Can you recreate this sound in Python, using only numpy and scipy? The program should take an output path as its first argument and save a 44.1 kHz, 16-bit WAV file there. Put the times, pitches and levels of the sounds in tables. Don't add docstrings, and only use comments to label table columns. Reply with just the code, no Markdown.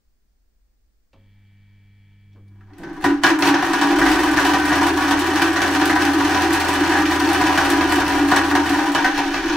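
import sys
import numpy as np
from scipy import signal
from scipy.fft import rfft, irfft, next_fast_len
from scipy.io import wavfile
from scipy.ndimage import uniform_filter1d

SR = 44100
rng = np.random.default_rng(int(sys.argv[2]) if len(sys.argv) > 2 else 0)


def log_audio(samples):
    frames = np.atleast_2d(samples).T
    limited = np.clip(frames, -1, 1)
    pcm = np.round(limited * 32767).astype(np.int16)
    wavfile.write(sys.argv[1], SR, pcm)


def volts_from_decibels(level):
    exponent = np.asarray(level, float) / 20
    return 10 ** exponent


N = 421596
SIZE = next_fast_len(N + SR)
SPOTS, RING_LEN = 8, 8192

# mode_hz, width_hz, peak_db
BELLY_MODES = [(288, 6, 5), (299, 9, 3.5), (311, 8, 4.5), (322, 9, 4), (334, 9, 4.5), (346, 9, -2),
               (362, 10, -8), (391.7, 8, -11)]
# mode_hz, width_hz, peak_db
SHELL_MODES = [(740, 14, -6), (757, 9, -2), (800, 7, 1), (897, 12, -9), (919, 9, -4.5), (962, 11, -6),
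               (987, 10, 1.5), (1003, 12, -8), (1126, 12, -5), (1190, 10, -9), (1235, 18, -10),
               (1440, 12, -7.5), (1465, 14, -9), (1532, 11, -4), (1653, 10, -4.5), (1700, 16, -8),
               (1740, 16, -9), (1808, 14, -8), (1868, 16, -8), (1950, 20, -14), (2088, 16, -15)]
# mode_hz, width_hz, peak_db
PART_MODES = [(2318, 29, 1), (2354, 29, 4), (2620, 27, -1), (2996, 22, 4.5), (4310, 110, -2),
              (5730, 42, -4.5), (6400, 45, -11)]
# mode_hz, width_hz, peak_db
CLINK_MODES = [(7780, 160, -1), (9190, 59, -1), (10630, 160, -12)]
# freq_hz, density_db_per_hz
THICKET = [(50, -27), (160, -21), (200, -20.5), (450, -21), (650, -20.5), (900, -18), (1350, -16.5),
           (1750, -14.5), (2100, -22.5), (2500, -21.5), (4500, -30.5), (6000, -31), (7200, -38),
           (16000, -47.5)]
# freq_hz, t60_s
RING_T60 = [(300, 0.18), (1500, 0.34), (4000, 0.13), (9000, 0.15), (16000, 0.059)]
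# freq_hz, side_db
SIDE_SHARE = [(60, -23), (110, -12), (200, -24), (380, -29), (520, -10), (760, -8), (1290, -24), (2380, -8),
              (4400, -2.5), (8120, -3), (15000, 1)]
# low_hz, high_hz
SPLITS_HZ = [(40, 1340), (1340, 2200), (2200, 7000), (7000, 17000)]
THICKET_DB = [-3.5, -3]

# time_s, level_db
SHAKING = [(2.3, -68), (2.6, -49), (2.76, -37), (2.85, -25), (2.99, -23.5), (3.05, -0.5), (3.1, -11),
           (3.21, -26), (3.25, 12.5), (3.3, -0.5), (3.37, -14), (3.47, 11), (3.53, -8), (3.61, -1),
           (4.2, 3.5), (5.5, 1), (7.4, 3), (8.9, 0.5), (9.56, -1)]
# centre_s, depth_db
LULLS = [(3.7, 0), (4.28, 2.5), (4.66, -2), (4.93, 4.5), (5.3, 1), (5.52, 3), (6.141, -1.5), (6.28, 0),
         (6.64, 1.5), (6.8, 2), (7.29, -2), (7.77, 1.5), (7.871, 4.5), (8.05, 2.5), (8.25, 3.5), (8.66, 0),
         (8.9, 4), (9.11, 3.5), (9.258, 4), (9.441, 0.5)]
HAIL_DB = [-22.5, -27, -29, -33.5, -44.5]
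HAIL_GROWTH = [0.71, 0.85, 0.89, 0.97, 1.1]
BOUNCE_DB = [-14.5, -11.5, -10, -7, -8]
COAST_DB = [-0.5, -3.5, -2, 0.5, -4]
CLACK_DB = [-9, -2, -2.5, 0.5, 10.5]
BANG_DB = [-23, -2.5, 2.5, -9, -21]
BOOM_DB = [-4, -18.5, -20, -16, -32]
TINK_DB = [-24, -7, -4, 4.5, 2.5]
# start_s, peak_db, then shell_db, belly_db, tick_db relative to parts
FIRST_BLOWS = [(2.609, -60, 8, -3, -12), (2.702, -59.5, 13, 19.5, -12), (2.7338, -49, -3, -14, -12),
               (2.7818, -42.5, 3, 11, 1.5), (2.8334, -35, 6, 9.5, -12), (2.87, -47, 13, 12.5, -16),
               (2.904, -48.5, 14.5, 16, -20), (2.9313, -52, -1, -10, 4), (2.955, -58, -1, -8, -3),
               (2.965, -43, 9, 15, -7), (2.974, -52, -1, -8, -1), (3.01, -41, 8, 4, 1),
               (3.041, -14.5, 8.5, 4, -5), (3.052, -17.5, 2, 7, -16), (3.2353, -3, 1, -5, -12),
               (3.388, -23.5, 7.5, 7, 3), (3.423, -7.5, 0.5, -4, -13), (3.453, -26.5, 2, 5, -11),
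               (3.487, -13, 1, -16, -9)]
# start_s, peak_db, tick_minus_parts_db
CLACKS = [(3.5425, -13.5, -27), (3.6236, -36, -21), (3.7337, -14, -22), (3.7858, -21, -29),
          (3.8134, -11, -22), (3.9055, -20.5, -23), (3.9875, -22, -9), (4.0615, -14.5, -18),
          (4.115, -12.5, -16), (4.3712, -10.5, -22), (4.4492, -12.5, -18), (4.5353, -13.5, -22),
          (4.6784, -22, -26), (4.7283, -14.5, -30), (4.8294, -14, -17), (4.8683, -20, -12),
          (4.9732, -21, -13), (5.0234, -28, -26), (5.1086, -15, -18), (5.3574, -12.5, -22),
          (5.418, -10, -18.5), (5.5617, -14, -22), (5.6177, -12.5, -17), (5.7093, -25, -15),
          (5.7487, -13, -18), (5.8155, -15.5, -27), (5.9019, -18.5, -15), (5.9541, -20, -25),
          (6.0197, -14, -18), (6.05, -13, -17), (6.202, -23.5, -27), (6.2489, -13.5, -20),
          (6.308, -19, -18), (6.346, -15, -30), (6.4186, -13.5, -20), (6.531, -15, -10.5),
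          (6.598, -16.5, -16), (6.6837, -23, -5), (6.8653, -20, -30), (6.9211, -17.5, -23),
          (7.0549, -13, -21), (7.1165, -18.5, -17), (7.2007, -17, -17), (7.4115, -17, -20),
          (7.4684, -16, -20), (7.5268, -17, -20), (7.5763, -11, -24), (7.7006, -13, -12),
          (7.8071, -22, -21), (7.9208, -18.5, -8), (7.958, -16, -16), (8.286, -16, -18), (8.3164, -18, -20),
          (8.3618, -8.5, -21), (8.5524, -12, -22), (8.9485, -10.5, -21), (9.0479, -14, -22),
          (9.1755, -16.5, -20), (9.342, -18.5, -25), (9.4962, -18, -30)]
# start_s, peak_db, upper_shell_minus_all_db
BANGS = [(3.54, -10.5, -4), (3.59, -14, -8), (3.623, -8.5, -8.5), (3.733, -14, -16), (3.813, -9, -19),
         (3.903, -9, -15), (3.929, -14.5, -5), (3.986, -8.5, -10), (4.015, -7, -2.5), (4.06, -7, -4),
         (4.18, -26, -11), (4.233, -12, -11), (4.276, -17, -4), (4.334, -11.5, -21), (4.379, -9, -1),
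         (4.408, -14, -16), (4.448, -10, -12), (4.491, -10.5, -11), (4.535, -5, -10), (4.716, -10, -5.5),
         (4.812, -7.5, -11), (4.864, -12, -4), (4.974, -11, -9), (5.022, -11.5, -11), (5.08, -13, -15),
         (5.109, -5, -16), (5.348, -19, -13), (5.416, -9.5, -10), (5.558, -14, -3), (5.617, -7, -10),
         (5.816, -8.5, -4.5), (5.896, -8.5, -1.5), (5.96, -8.5, -6), (6.051, -25, -5), (6.201, -10, -7),
         (6.353, -6.5, -21), (6.506, -11.5, -9), (6.54, -12.5, -7), (6.685, -8, -28), (6.919, -11, -3),
         (6.953, -8.5, -6), (7.348, -12, -9), (7.406, -11, -4.5), (7.494, -7, -17), (7.575, -7, -7),
         (7.809, -10.5, -10), (7.894, -13.5, -7.5), (7.919, -10, -5), (7.98, -8, -10), (8.067, -15.5, -19),
         (8.315, -3, -5.5), (8.361, -12, -7), (8.512, -17, -6), (8.55, -5, -10.5), (8.79, -12, -8),
         (8.948, -7.5, -30), (8.98, -11.5, -5.5), (9.044, -6.5, -3.5), (9.179, -11, -21),
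         (9.337, -12.5, -15)]
# start_s, peak_db
BOOMS = [(3.625, -9.5), (3.736, -8.5), (3.831, -13), (3.886, -6.5), (3.938, -9), (3.976, -8), (4.026, -4),
         (4.084, -11), (4.123, -7.5), (4.191, -12.5), (4.288, -7.5), (4.398, -14), (4.426, -8),
         (4.509, -11), (4.622, -9), (4.768, -8.5), (4.849, -11.5), (4.887, -7.5), (4.943, -14),
         (5.075, -17), (5.141, -19), (5.177, -33), (5.22, -12.5), (5.261, -9.5), (5.421, -15),
         (5.645, -10.5), (5.703, -12.5), (5.742, -10), (5.81, -14), (5.854, -9.5), (5.998, -9),
         (6.076, -11), (6.166, -7.5), (6.421, -9.5), (6.469, -34), (6.604, -12), (6.665, -17), (6.805, -11),
         (6.88, -14), (6.943, -11), (7.005, -10.5), (7.214, -5), (7.362, -7), (7.52, -14), (7.63, -26),
         (7.701, -9.5), (7.762, -16.5), (7.843, -8), (7.901, -9), (7.958, -14.5), (8.084, -13), (8.133, -7),
         (8.214, -8), (8.474, -21), (8.512, -7.5), (8.695, -7), (8.788, -11.5), (8.897, -20), (9.428, -10),
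         (9.525, -8)]
# start_s, peak_db
TINKS = [(3.6231, -32), (3.7333, -26), (3.813, -29), (3.9848, -27), (4.099, -23), (4.1803, -41),
         (4.2327, -23), (4.313, -26), (4.3694, -33), (4.3983, -23), (4.463, -21.5), (4.536, -27),
         (4.6548, -23), (4.754, -24), (4.8204, -35), (4.8648, -23), (4.972, -29), (5.1092, -23),
         (5.1912, -20), (5.2637, -23.5), (5.3582, -29), (5.419, -18), (5.4794, -37), (5.5308, -29),
         (5.6174, -27), (5.7373, -26), (5.8548, -17.5), (5.9533, -28), (6.021, -26), (6.2354, -37),
         (6.3075, -30), (6.3544, -34), (6.4207, -28), (6.527, -20), (6.602, -22), (6.6497, -28),
         (6.6865, -27), (6.742, -42), (6.9196, -30), (7.0014, -34), (7.1093, -25), (7.196, -27),
         (7.3304, -19.5), (7.415, -27), (7.5749, -21), (7.6494, -27), (7.6992, -30), (7.8944, -25),
         (7.923, -22), (8.079, -24.5), (8.28, -31), (8.3153, -26), (8.3613, -17.5), (8.4711, -35),
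         (8.5514, -24), (8.6932, -24), (8.9183, -28), (9.0453, -27), (9.179, -38), (9.3196, -38)]

# time_s, hum_db, buzz_db
HUM = [
    (1.12, -72, -78),
    (1.17, -53.5, -68.5),
    (1.55, -51.5, -68.5),
    (2.222, -51, -69),
    (2.37, -46.5, -72),
    (2.49, -45, -76),
    (2.56, -44, -75),
    (2.732, -47, -75),
    (2.77, -54, -75),
]
# mains_multiple, level_db
HUM_ORDERS = [(2, 0), (3, -32), (4, -11), (5, -36), (6, -24), (8, -33)]
# freq_hz, level_db
RUMBLE = [(60, -20), (150, 6), (300, -22), (450, -12), (700, -42)]
# line_hz, level_db
BUZZ_LINES = [(1303, -88), (1502, -86), (1550, -90), (1653, -90), (1701, -89), (1750, -81), (1852, -85),
              (1900, -84), (1949, -87), (2051, -89), (2099, -82), (2153, -84), (2250, -80), (2304, -75),
              (2353, -83), (2401, -91), (2455, -90), (2552, -90), (2654, -89), (2853, -90), (3004, -85),
              (3101, -89), (3203, -92), (3300, -83)]
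# freq_hz, level_db
RASP = [(900, -6), (1200, -18), (1450, -13), (1800, -6), (2050, -7), (2300, -20), (2700, -10), (3300, -6),
        (3800, -16), (4600, -13)]
# start_s, peak_db, centre_hz, t60_s
KNOCKS = [(1.133, -56, 773, 0.19), (1.131, -58.5, 2800, 0.11), (1.138, -59, 247, 0.75),
          (2.33, -67, 3500, .12), (2.35, -56, 330, 0.48), (2.36, -60, 1000, .16), (2.48, -69, 3700, 0.092),
          (2.608, -56, 1500, .1), (2.789, -38.5, 169, 1), (2.801, -45.5, 496, 0.94),
          (3.032, -31.5, 130, 0.53)]
# start_s, peak_db, pitch_hz, t60_s
CREAKS = [(2.318, -66, 3370, .08), (2.47, -67, 2300, .15), (2.474, -76, 3600, .09), (2.477, -72, 9600, .1),
          (2.611, -54, 1340, .07), (2.627, -64, 1750, .06), (2.705, -64, 1500, .08),
          (2.733, -56, 1600, .05), (2.735, -51, 2000, .07)]

# time_s, pitch_hz, level_db
DRONE = [
    (3.85, 43.3, -52),
    (4.03, 50.7, -31),
    (4.25, 63.4, -38.5),
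    (4.49, 72.7, -37),
    (4.89, 80.8, -35.5),
    (5.51, 85, -37),
    (6.5, 83.4, -35),
    (8.74, 81.5, -35),
    (8.82, 79.6, -50),
]
# time_s, level_db
SHAKE = [(0.0, -64), (0.61, -60), (2.5, -60), (3.06, -41.5), (3.6, -51), (4.05, -39), (4.25, -47),
         (6.6, -51), (8.2, -42), (8.6, -52), (9.1, -40), (9.56, -38)]
# freq_hz, level_db_per_hz
HISS = [(41, -31), (70, -4), (145, -21.5), (204, -14), (961, -30.5), (1700, -29.5), (3000, -35),
        (4100, -34), (4630, -31.5), (9500, -37), (10300, -42), (13200, -43), (14400, -32), (16200, -29)]


def barrel():
    hail_rate_hz, hail_scatter_db, lull_s = 600, 21.5, 0.036
    bounce_s, blow_gain_db = 0.022, 2
    coast_start_s, coast_fade_s = 8.85, 0.21
    gate, (shaking_db,) = curves(SHAKING)
    t = np.arange(N) / SR
    shaking_db = shaking_db - sum(db * np.exp(-((t - s) / lull_s) ** 2) for s, db in LULLS)
    coast = np.clip((t - coast_start_s) / coast_fade_s, 0, 1)

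    when, where, strength = rng.random((3, int(hail_rate_hz * N / SR)))
    hail = np.zeros((SPOTS, N))
    hail[(where * SPOTS).astype(int), (when * N).astype(int)] = volts_from_decibels(hail_scatter_db * strength)
    hail = gate * unit(hail) / np.sqrt(SPOTS)

    blow_s, blow_db = blows()
    chance = rng.random((len(blow_s), 12))
    first = np.zeros((len(blow_s), 1))
    delay_s = np.hstack([first, -bounce_s * np.log(chance[:, 1:6])])
    at = np.minimum(((blow_s[:, None] + delay_s) * SR).astype(int), N - 1)
    spot = (997 * chance[:, 6:] % SPOTS).astype(int)

    start = int(SHAKING[0][0] * SR)
    out = np.zeros((2, N))
    layers = zip(barrel_rings(), HAIL_DB, HAIL_GROWTH, blow_db, BOUNCE_DB, COAST_DB)
    for ring, hail_db, growth, db, bounce_db, coast_db in layers:
        size = np.hstack([first + 1, volts_from_decibels(bounce_db) * chance[:, 7:]])
        knocks = hail * volts_from_decibels(hail_db + growth * shaking_db + coast_db * coast)
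        peak = volts_from_decibels(db + blow_gain_db)[:, None] / np.abs(ring).max()
        np.add.at(knocks, (spot, at), size * peak)
        knocks = knocks.reshape(len(ring), -1, N).sum(axis=1)
        push = np.float32(knocks[:, None, start:])
        rung = signal.oaconvolve(push, np.float32(ring), axes=2).sum(axis=0)
        out[:, start:] += rung[:, :N - start]
    return out


def blows():
    s, db, shell_db, belly_db, tick_db = np.transpose(FIRST_BLOWS)
    times = [s]
    levels = [db + np.array([belly_db, shell_db - 2.5, shell_db - 3.5, 0 * s, tick_db])]
    kinds = [(CLACKS, CLACK_DB, [0, 0, 0, 0, 1]), (BANGS, BANG_DB, [0, 0, 1, 0, 0]),
             (BOOMS, BOOM_DB, 0), (TINKS, TINK_DB, 0)]
    for table, kind_db, bright_layer in kinds:
        s, db, *bright_db = np.transpose(table)
        times.append(s)
        levels.append(db + np.array(kind_db)[:, None] + np.outer(bright_layer, bright_db or 0))
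    return np.hstack(times), np.hstack(levels)


def barrel_rings():
    low, mid, high, top = (thicket(*band) for band in SPLITS_HZ)
    parts = high + volts_from_decibels(-5.5) * rings(PART_MODES, 9.7, 1.4)
    ticks = top + volts_from_decibels(-7.5) * rings(CLINK_MODES, 18.0, 1.2)
    edge = signal.cheby1(6, 1, 280, "high", fs=SR, output="sos")
    belly = signal.sosfilt(edge, rings(BELLY_MODES, 2.5, 4.5, together=True))[:SPOTS // 2]
    lower, upper = ([m for m in SHELL_MODES if lo < m[0] < hi] for lo, hi in SPLITS_HZ[:2])
    lower = rings(lower, 7, 1.25) + volts_from_decibels(THICKET_DB[0]) * low
    upper = rings(upper, 7, 0.98) + volts_from_decibels(THICKET_DB[1]) * mid
    return belly, lower, upper, parts[..., :RING_LEN // 2], ticks[..., :RING_LEN // 3]


def rings(modes, scatter_db, rise_cycles, together=False):
    hz, width_hz, db = np.transpose(modes)
    t = np.arange(RING_LEN) / SR
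    turn = 2 * np.pi * np.outer(hz, t)
    rise = (1 - np.exp(-np.outer(hz, t) / rise_cycles)) ** 2
    fade = np.exp(-np.pi * np.outer(width_hz, t)) * rise
    sine, cosine = fade * np.sin(turn), fade * np.cos(turn)
    sign, size, a, b = rng.standard_normal((4, SPOTS, len(hz)))
    size = volts_from_decibels(scatter_db * size)
    size = size / np.sqrt(np.mean(size ** 2, axis=0))
    gain = (1 if together else np.sign(sign)) * size * volts_from_decibels(db) * width_hz
    share = gain * volts_from_decibels(read(SIDE_SHARE, hz)) / np.sqrt(2)
    return ports(gain @ sine, (share * a) @ sine + (share * b) @ cosine)


def thicket(lo_hz, hi_hz):
    hz = np.arange(RING_LEN // 2 + 1) * SR / RING_LEN + 1
    t = np.arange(RING_LEN) / SR
    noise = rfft(rng.standard_normal((2, SPOTS, RING_LEN)))
    noise = noise * volts_from_decibels(read(THICKET, hz)) * (hz > lo_hz) * (hz <= hi_hz)
    noise[1] *= volts_from_decibels(read(SIDE_SHARE, hz))
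    out = 0
    for centre_hz in lo_hz * 2 ** np.arange(0, np.log2(hi_hz / lo_hz) + .5, .5):
        t60_s = read(RING_T60, centre_hz)
        rise = 1 - np.exp(-t * centre_hz / 0.57)
        band = np.maximum(1 - 2 * np.abs(np.log2(hz / centre_hz)), 0)
        out = out + irfft(noise * band) * rise * volts_from_decibels(-60 * t / t60_s) / np.sqrt(t60_s)
    return ports(*out)


def ports(mid, side):
    return np.stack([mid + side, mid - side], axis=1) / np.sqrt(np.sum(mid ** 2) / SPOTS)


def motor():
    mains_hz, rumble_db, rasp_db = 50.03, -19.5, -9.5
    grow_s, grow_start_db = 0.3, -5
    switch_hz, switch_db, switch_t60_s = 545, -57, 0.4
    gate, (hum_db, buzz_db) = curves(HUM)
    t = np.arange(N // 3) / SR
    n = len(t)
    turn = 2 * np.pi * mains_hz * t
    hum = sum(volts_from_decibels(db) * np.sin(k * turn + 6 * rng.random()) for k, db in HUM_ORDERS) * np.sqrt(2)
    hum = hum + volts_from_decibels(rumble_db) * unit(colour(rng.standard_normal(N), RUMBLE))[:n]

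    lines = 0
    for hz, db in BUZZ_LINES:
        waver_db = 1.3 * np.sin(9 * rng.random() * t + 6 * rng.random())
        lines = lines + volts_from_decibels(db + waver_db) * np.sin(round(hz / mains_hz) * turn + 6 * rng.random())
    age_s = np.maximum(t - HUM[0][0], 0)
    lines = unit(lines) * volts_from_decibels(grow_start_db * np.exp(-(age_s / grow_s) ** 2))
    rasp = rng.standard_normal(n) * (1 + .5 * np.sin(2 * turn))
    rasp = unit(colour(rasp, [(300, -28), *RASP, (7000, -61)]))[:n]
    buzz = lines + volts_from_decibels(rasp_db) * rasp

    out = np.zeros(N)
    out[:n] = (gate * volts_from_decibels(hum_db))[:n] * hum + (gate * volts_from_decibels(buzz_db))[:n] * buzz
    half = SR // 2
    t = t[:half]
    for s, db, hz, t60_s in KNOCKS:
        band = signal.butter(2, [hz / np.sqrt(2), hz * np.sqrt(2)], "band", fs=SR)
        knock = unit(signal.lfilter(*band, rng.standard_normal(half)))
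        out[int(s * SR):][:half] += knock * volts_from_decibels(db - 60 * t / t60_s)
    for s, db, hz, t60_s in CREAKS:
        attack = np.minimum(t / 0.0027, 1)
        out[int(s * SR):][:half] += volts_from_decibels(db - 60 * t / t60_s) * attack * np.sin(2 * np.pi * hz * t)
    switch = volts_from_decibels(switch_db - 60 * t / switch_t60_s) * np.sin(2 * np.pi * switch_hz * t)
    out[int(KNOCKS[0][0] * SR):][:half] += switch
    return out


def frame():
    gate, (hz, db) = curves(DRONE)
    drone = gate * volts_from_decibels(db) * np.sqrt(2) * np.sin(2 * np.pi * np.cumsum(hz) / SR)
    spectrum = [(10, 0.5), (25, -5), (45, 2.5), (70, -12), (130, -52), (400, -88)]
    mid, side = unit(colour(rng.standard_normal((2, N)), spectrum))
    shake_db = curves(SHAKE)[1][0]
    return drone + volts_from_decibels(shake_db) * (mid + 0.18 * side * np.array([[1], [-1]]))


def garage(x):
    t60_s, level_db = 0.3, -13
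    t = np.arange(SR // 2) / SR
    tail = rng.standard_normal((2, len(t))) * volts_from_decibels(-60 * t / t60_s) * (t > .006)
    band = signal.butter(2, [600, 7000], "band", fs=SR)
    tail = signal.lfilter(*band, 0.28 * tail[0] + 2.0 * tail)
    tail = tail / np.sqrt(np.sum(tail[0] ** 2))
    return volts_from_decibels(level_db) * signal.fftconvolve(x, tail, axes=1)[:, :N]


def hiss():
    return volts_from_decibels(-73.5) * unit(colour(rng.standard_normal((2, N)), HISS)) * np.sqrt(2)


def read(table, hz):
    f, v = np.transpose(table)
    return np.interp(np.log(np.maximum(hz, 1)), np.log(np.maximum(f, 1)), v)


def curves(table):
    s, *columns = np.transpose(table)
    t = np.arange(N) / SR
    gate = uniform_filter1d(((t > s[0]) & (t < s[-1] + .05)) * 1., size=600)
    return gate, [np.interp(t, s, c) for c in columns]


def unit(x):
    return x / np.sqrt(np.mean(x ** 2))


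def colour(x, table):
    hz = np.arange(SIZE // 2 + 1) * SR / SIZE
    return irfft(rfft(x, SIZE) * volts_from_decibels(read(table, hz)), SIZE)[..., :N]


def scene():
    near = barrel() + motor()
    return near + garage(near) + frame() + hiss()


def top_cut(x):
    return signal.sosfilt(signal.butter(12, 16340, fs=SR, output="sos"), x)


def record(dry):
    limit_db, limit_share, top_hz = -20.5, 0.16, 15730
    loudness = np.sqrt(uniform_filter1d(np.mean(dry ** 2, axis=0), size=900) + 1e-12)
    held = dry * np.maximum(loudness / volts_from_decibels(limit_db), 1) ** -limit_share
    rounded = np.tanh(0.8 * held) / 0.82
    mix = colour(rounded, [(top_hz, 0), (top_hz + 30, -90)])
    return top_cut(mix)


dry = scene()
out = record(dry)
log_audio(out)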